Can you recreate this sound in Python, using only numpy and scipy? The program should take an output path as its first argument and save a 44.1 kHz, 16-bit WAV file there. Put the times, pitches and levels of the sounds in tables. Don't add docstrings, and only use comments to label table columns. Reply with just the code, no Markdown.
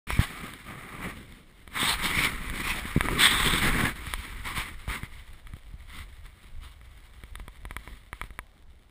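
import sys
import numpy as np
from scipy import signal
from scipy.fft import rfft, irfft
from scipy.io import wavfile

SR = 44100
rng = np.random.default_rng(int(sys.argv[2]) if len(sys.argv) > 2 else 0)


def int16_out(signal):
    q = np.round(np.clip(np.atleast_2d(signal).T, -1, 1) * 32767)
    wavfile.write(sys.argv[1], SR, q.astype(np.int16))


N = 392490
TIME = np.arange(N) / SR
BINS = np.maximum(np.arange(8193) * SR / 16384, 1)

# f/Hz, level/dB
AIR_TONE = [(210, -30), (350, -7.5), (688, -5.5), (844, -8), (1970, -16), (6030, -27.5), (15000, -37)]
# f/Hz, level/dB
WIND_TONE = [(8.8, -52.5), (15, 5.5), (32, -1), (48, -1.5), (68, -2.5), (134, -20), (220, -33.5),
             (290, -35.5), (480, -120)]
# t/s, level/dB
WIND_GUSTS = [(.07, -39), (.55, -56), (1.06, -47.5), (1.55, -57.5), (2.17, -33), (2.56, -39.5), (3.15, -38),
              (3.8, -33.5), (4.0, -46), (4.6, -38.5), (4.8, -46), (5.5, -46), (5.97, -44.5), (6.34, -51.5),
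              (6.66, -44), (6.9, -47.5), (8.0, -48.5), (8.6, -52)]
# t/s, peak/dB, starting pitch/Hz
HAND_BUMPS = [(0.128, -22, 48.3), (.191, -7, 103), (.213, -20.5, 138), (1.83, -18, 257), (2.173, -21, 132),
              (2.853, -25, 200), (2.963, -8, 201), (2.9752, -11.5, 167), (3.837, -15, 152),
              (4.072, -27, 89), (4.579, -23, 129), (4.878, -22, 161), (4.903, -28, 51.5),
              (5.032, -24.5, 119), (5.536, -28.5, 94), (5.738, -33, 101)]
# f/Hz, width/Hz, level/dB
HOUSING_NOTES = [(514, 580, 1.5), (994, 100, 2.5), (1260, 274, 5.5), (1600, 300, 5.5), (1945, 340, 2.5),
                 (2264, 246, 5), (2650, 150, -4.5), (3430, 560, -5.5), (4800, 1300, -28.5),
                 (7150, 890, -25), (8530, 820, -15.5), (9730, 176, -8), (10190, 1400, -15),
                 (12400, 320, -19), (13700, 910, -15.5)]
# t/s, first tap's peak/dB, treble boost/dB, low-note boost/dB, jolt's peak/dB
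MOUNT_CLICKS = [(0.1049, -9, 3, 4, -33), (0.1916, -19, -17, 4, -55), (.537, -24.5, 13, 0, -58),
                (1.677, -28, 6.5, 1, -38), (2.499, -18, 9.5, -4, -31), (3.009, -4.5, 0, -2.5, -22.5),
                (3.086, -9.5, -3, 4, -26), (4.069, -21, 6, -4, -41), (4.1378, -9.5, 8, -1.5, -38),
                (4.581, -20, 15, 2, -29), (4.879, -28, 7, 11, -22), (5.033, -23, 1.5, -3, -61),
                (5.332, -39, 15, -4, -58), (5.471, -31, 6, -4, -50), (5.536, -31.5, 5, 0, -46),
                (5.567, -37, 10, -8, -37), (6.814, -38, 3, -5, -45), (7.237, -29, 6, -2, -33.5),
                (7.355, -22, 7.5, -6.5, -42), (7.399, -30, 3, 6, -34), (7.481, -26, 8, 7, -32.5),
                (7.558, -39.5, 5, -7, -55), (7.653, -22.5, 3.5, 4, -32.5), (7.7099, -20.5, 2, 2, -32),
                (7.766, -15.5, 3, -1.5, -30), (7.876, -26, 0, 6, -34.5), (8.13, -18, -0.5, -0.5, -32),
                (8.2146, -15, -1.5, -1.5, -33.5), (8.239, -29, 5, 0, -33), (8.306, -34, 2, -3, -36.5),
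                (8.3902, -15.5, -0.5, -1.5, -33)]
# f/Hz, level/dB
DRUM_TONE = [(59, -36.5), (100, -1.5), (215, 0), (371, -7.5), (419, -10), (465, -11.5), (600, -17),
             (780, -30.5), (1320, -120)]
# f/Hz, level/dB
HOLLOW_TONE = [(640, -23.5), (1080, -7.5), (1240, -6.5), (1410, -9.5), (1750, -8), (1960, -4), (2280, -4.5),
               (2500, -13.5), (3250, -23.5), (5500, -120)]
# f/Hz, level/dB
HISS_TONE = [(1710, -28.5), (2900, -4), (3660, -3.5), (4610, -14), (5570, -16.5), (6010, -35.5),
             (6410, -16), (7320, -15.5), (8360, -7), (9290, -9.5), (10100, -5.5), (11700, -27),
             (12400, -47), (13800, -5.5), (15500, -17.5)]
# t/s, level/dB, drumming/dB (relative to the level)
RESTING_CLOTH = [(.07, -43.5, -2), (.26, -44, -4.5), (.57, -51, -1), (1.1, -50, 0.5), (1.42, -65, 4),
                 (1.7, -61.5, 0), (1.755, -33.5, -14.5), (2.3, -36, -5.5), (2.48, -43, -2),
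                 (2.95, -38.5, -13), (3.86, -30.5, -4), (3.93, -45.5, -10.5), (4.66, -45.5, -2.5),
                 (4.78, -54.5, -12), (5.7, -64, -2.5), (6.05, -62, -6.5), (8.2, -65, -3), (8.55, -74.5, 5)]
# t/s, hold/s, level/dB, hiss/dB, drumming/dB, scrape pitch/Hz, scrape/dB, rasp pitch/Hz, rasp/dB
CLOTH_STROKES = [(.072, .005, -37.5, -1, -17, 2300, 3, 1200, -21),
                 (0.181, 0.013, -33, 0.5, -21, 1750, -7, 768, -13.5),
                 (0.293, 0.13, -42, -3.5, -3.5, 1238, -3.5, 746, -13),
                 (0.639, 0.42, -47.5, -36, 1, 1211, -3, 743, -10),
                 (0.993, 0.011, -37, -10, 0, 1890, -12, 798, -19),
                 (1.767, 0.049, -31.5, 2, -11.5, 3504, -0.5, 1041, -6),
                 (1.848, 0.035, -35.5, 3.5, -38, 3830, -0.5, 1010, -2.5),
                 (2.007, 0.017, -34.5, 6, -2, 3410, -4, 1000, -4.5),
                 (2.111, 0.09, -33.5, 2.5, -4.5, 2245, 3, 992, -17),
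                 (2.529, 0.035, -40, -0.5, -4, 2020, -4, 1100, -12),
                 (2.613, 0.046, -33.5, -1.5, -30, 2340, -1.5, 1092, -12),
                 (2.725, 0.022, -35.5, -1.5, -4, 1140, -18, 722, -10),
                 (3.006, 0.15, -37.5, -4.5, 4, 1215, -3.5, 330, -3),
                 (3.172, 0.046, -24.5, 3, -15.5, 3560, 0.5, 1896, 0),
                 (3.276, 0.13, -31, -2.5, -16, 3540, -4.5, 1240, -10),
                 (3.43, 0.11, -29.5, -0.5, -2, 3485, -3, 1300, -7),
                 (3.599, 0.035, -25.5, -3, 0.5, 1709, -5, 808, -12.5),
                 (3.744, 0.077, -36.5, -4, 0, 1686, -2.5, 813, -8.5),
                 (4.035, 0.16, -52, 7.5, -29, 2240, 0, 1090, -6),
                 (4.424, 0.066, -37.5, -1, -12.5, 2130, -3, 1105, -3.5),
                 (4.527, 0.04, -34, -1.5, -18, 2180, -3.5, 1120, -6.5),
                 (4.862, 0.048, -37, -4.5, -10.5, 2140, -10, 1090, -11),
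                 (4.994, 0.0041, -47.5, -2.5, -3, 2050, -1, 1080, -12),
                 (5.098, 0.047, -56, 1.5, -17, 2110, 1, 1100, -21),
                 (5.866, 0.086, -53, 4, -2, 2050, 1, 1214, -2),
                 (6.595, 0.086, -59.5, 4.5, -9, 2000, -10, 1190, -2),
                 (7.756, 0.14, -57.5, 2, -3, 1990, -4, 1224, -12),
                 (8.11, .11, -57.5, 1, -5, 2190, -12, 1176, -12)]


def undb(db):
    return 10 ** (np.asarray(db) / 20)


def unit(x):
    return x / np.sqrt(np.mean(x ** 2))


def curves(table):
    times, *columns = np.transpose(table)
    return [np.interp(TIME, times, column) for column in columns]


def response(gain):
    cepstrum = irfft(np.log(gain))
    half = len(cepstrum) // 2
    cepstrum[1:half] *= 2
    cepstrum[half + 1:] = 0
    return irfft(np.exp(rfft(cepstrum)))


def colour(x, tone):
    hz, db = np.transpose(sorted(tone))
    gain = undb(np.interp(np.log(BINS), np.log(hz), db))
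    return unit(signal.fftconvolve(x, response(gain))[:N])


def wander(rate):
    points = rng.standard_normal(8192)
    return unit(np.interp(TIME * rate, np.arange(len(points)), points))


def slips(rate, spread_db):
    hits = rng.random(N) < rate / SR
    return hits * rng.choice([-1, 1], N) * undb(spread_db * np.minimum(rng.exponential(size=N), 4))


def add(track, s, sound):
    start = int(s * SR)
    track[start:start + len(sound)] += sound[:N - start]


def open_air(level_db=-68, swell_db=1):
    return colour(rng.standard_normal(N), AIR_TONE) * undb(level_db + swell_db * wander(2.84))


def wind(puff_db=3.0):
    level_db, = curves(WIND_GUSTS)
    return colour(rng.standard_normal(N), WIND_TONE) * undb(level_db + puff_db * wander(12))


def hand_thuds(damping=2.64, slowing=0.33, rise_cycles=0.26):
    out, t = np.zeros(N), TIME[:4096]
    for s, db, hz in HAND_BUMPS:
        cycles = np.log1p(slowing * hz * t) / slowing
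        rise = 1 - np.exp(-(cycles / rise_cycles) ** 2)
        swing = np.sin(2 * np.pi * cycles) * np.exp(-damping * hz * t) * rise
        add(out, s, undb(db) * swing / swing.max())
    return out


def housing_ring(treble_db, low_db, chances, treble_hz=3000, low_hz=1150):
    power = 0
    for (hz, width_hz, db), chance in zip(HOUSING_NOTES, chances):
        gain = undb(db + treble_db * (hz > treble_hz) + low_db * (hz < low_hz) + 2 * chance)
        power += (gain / (1 + (2 * (BINS - hz) / width_hz) ** 2)) ** 2
    ring = response(np.sqrt(power))
    return ring / np.abs(ring).max()


def mount_clicks(rebound=0.5, rebound_s=0.00101, jolt_hz=48, jolt_s=0.016, rise_s=0.0001):
    out, t = np.zeros(N), TIME[:4096]
    jolt = np.cos(2 * np.pi * jolt_hz * t) * np.exp(-t / jolt_s) * (1 - np.exp(-t / rise_s))
    for s, db, treble_db, low_db, jolt_db in MOUNT_CLICKS:
        chances = rng.uniform(-1.2, 1, len(HOUSING_NOTES))
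        tap = -undb(db) * housing_ring(treble_db, low_db, chances)
        add(out, s, tap)
        add(out, s + rebound_s * (1 + 0.046 * chances[0]), rebound * tap)
        add(out, s, -undb(jolt_db) * jolt / jolt.max())
    return out


def stroke(hold_s, attack_s=0.047, release_s=0.032):
    t = TIME[:SR]
    take_hold = np.sin(np.pi / 2 * np.minimum(t / attack_s, 1)) ** 2
    return take_hold * np.exp(-np.maximum(t - attack_s - hold_s, 0) / release_s)


def cloth_levels(dulling=0.24):
    rest_db, rest_drum_db = curves(RESTING_CLOTH)
    rest_hiss_db = -2 - dulling * (rest_db - rest_db.mean())
    powers = undb([rest_db, rest_db + rest_hiss_db, rest_db + rest_drum_db]) ** 2
    for s, hold_s, db, hiss_db, drum_db, *_ in CLOTH_STROKES:
        for power, gain in zip(powers, undb([db, db + hiss_db, db + drum_db])):
            add(power, s, (gain * stroke(hold_s)) ** 2)
    level_db, hiss_db, drum_db = 10 * np.log10(powers)
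    return level_db, hiss_db - level_db, drum_db - level_db


def friction(hz, width_hz, drift_share=.035, turns_per_s=22):
    smoothing = signal.butter(2, max(width_hz / 2, 10), fs=SR, output="sos")
    slow_noise = signal.sosfilt(smoothing, rng.standard_normal(SR) + 1j * rng.standard_normal(SR))
    drift = np.interp(TIME[:SR] * turns_per_s, np.arange(256), rng.standard_normal(256))
    pitch_hz = hz * (1 + drift_share * drift)
    return unit(np.real(slow_noise * np.exp(2j * np.pi * np.cumsum(pitch_hz) / SR)))


def cloth_scrapes(squeak_ratio=2.35, squeak_db_per_octave=18.5):
    out = np.zeros(N)
    for s, hold_s, db, _, _, hz, scrape_db, rasp_hz, rasp_db in CLOTH_STROKES:
        width_hz = 0.14 * hz
        squeak_db = -10 + squeak_db_per_octave * np.log2(hz / 3330)
        scrape = friction(hz, width_hz)
        scrape += undb(squeak_db) * friction(squeak_ratio * hz, width_hz, drift_share=.015)
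        rasp = friction(rasp_hz, width_hz=0.3 * rasp_hz)
        add(out, s, undb(db) * stroke(hold_s) * (undb(scrape_db) * scrape + undb(rasp_db) * rasp))
    return out


def cloth_brushing(flutter_db=2.0, chatter_db=1.29, drum_flutter_db=2.5, snag_db=-12, drowning=0.55,
                   sheen_hz=6000, sheen_db=-4.5, sheen_evenness=0.48):
    level_db, hiss_db, drum_db = cloth_levels()
    flutter = undb(flutter_db * wander(35) + chatter_db * wander(320))
    snags = unit(slips(110, 2.4)) * undb(snag_db - drowning * (level_db - level_db.mean()))
    hollow = colour(unit(slips(9000, 0.87)) + snags, HOLLOW_TONE)
    hiss = colour(unit(slips(14000, 3.1)) + snags, HISS_TONE)
    sheen = signal.sosfiltfilt(signal.butter(4, sheen_hz, "highpass", fs=SR, output="sos"), hiss)
    hiss += (undb(sheen_db - sheen_evenness * hiss_db) - 1) * sheen
    drumming = colour(slips(1500, 1.7), DRUM_TONE) * undb(drum_flutter_db * wander(45))
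    rubbing = undb(level_db) * (hollow + undb(hiss_db) * hiss + undb(drum_db) * drumming)
    return flutter * (rubbing + cloth_scrapes())


def scene():
    return (cloth_brushing() + wind() + mount_clicks() + hand_thuds() + open_air())[None]


def record(dry, start_s=.069, fade_s=.003, top_hz=15450):
    fade_in = np.clip((TIME - start_s) / fade_s, 0, 1)
    treble_cut = signal.ellip(10, .2, 70, top_hz, fs=SR, output="sos")
    return signal.sosfilt(treble_cut, dry * fade_in)


dry = scene()
out = record(dry)
int16_out(out)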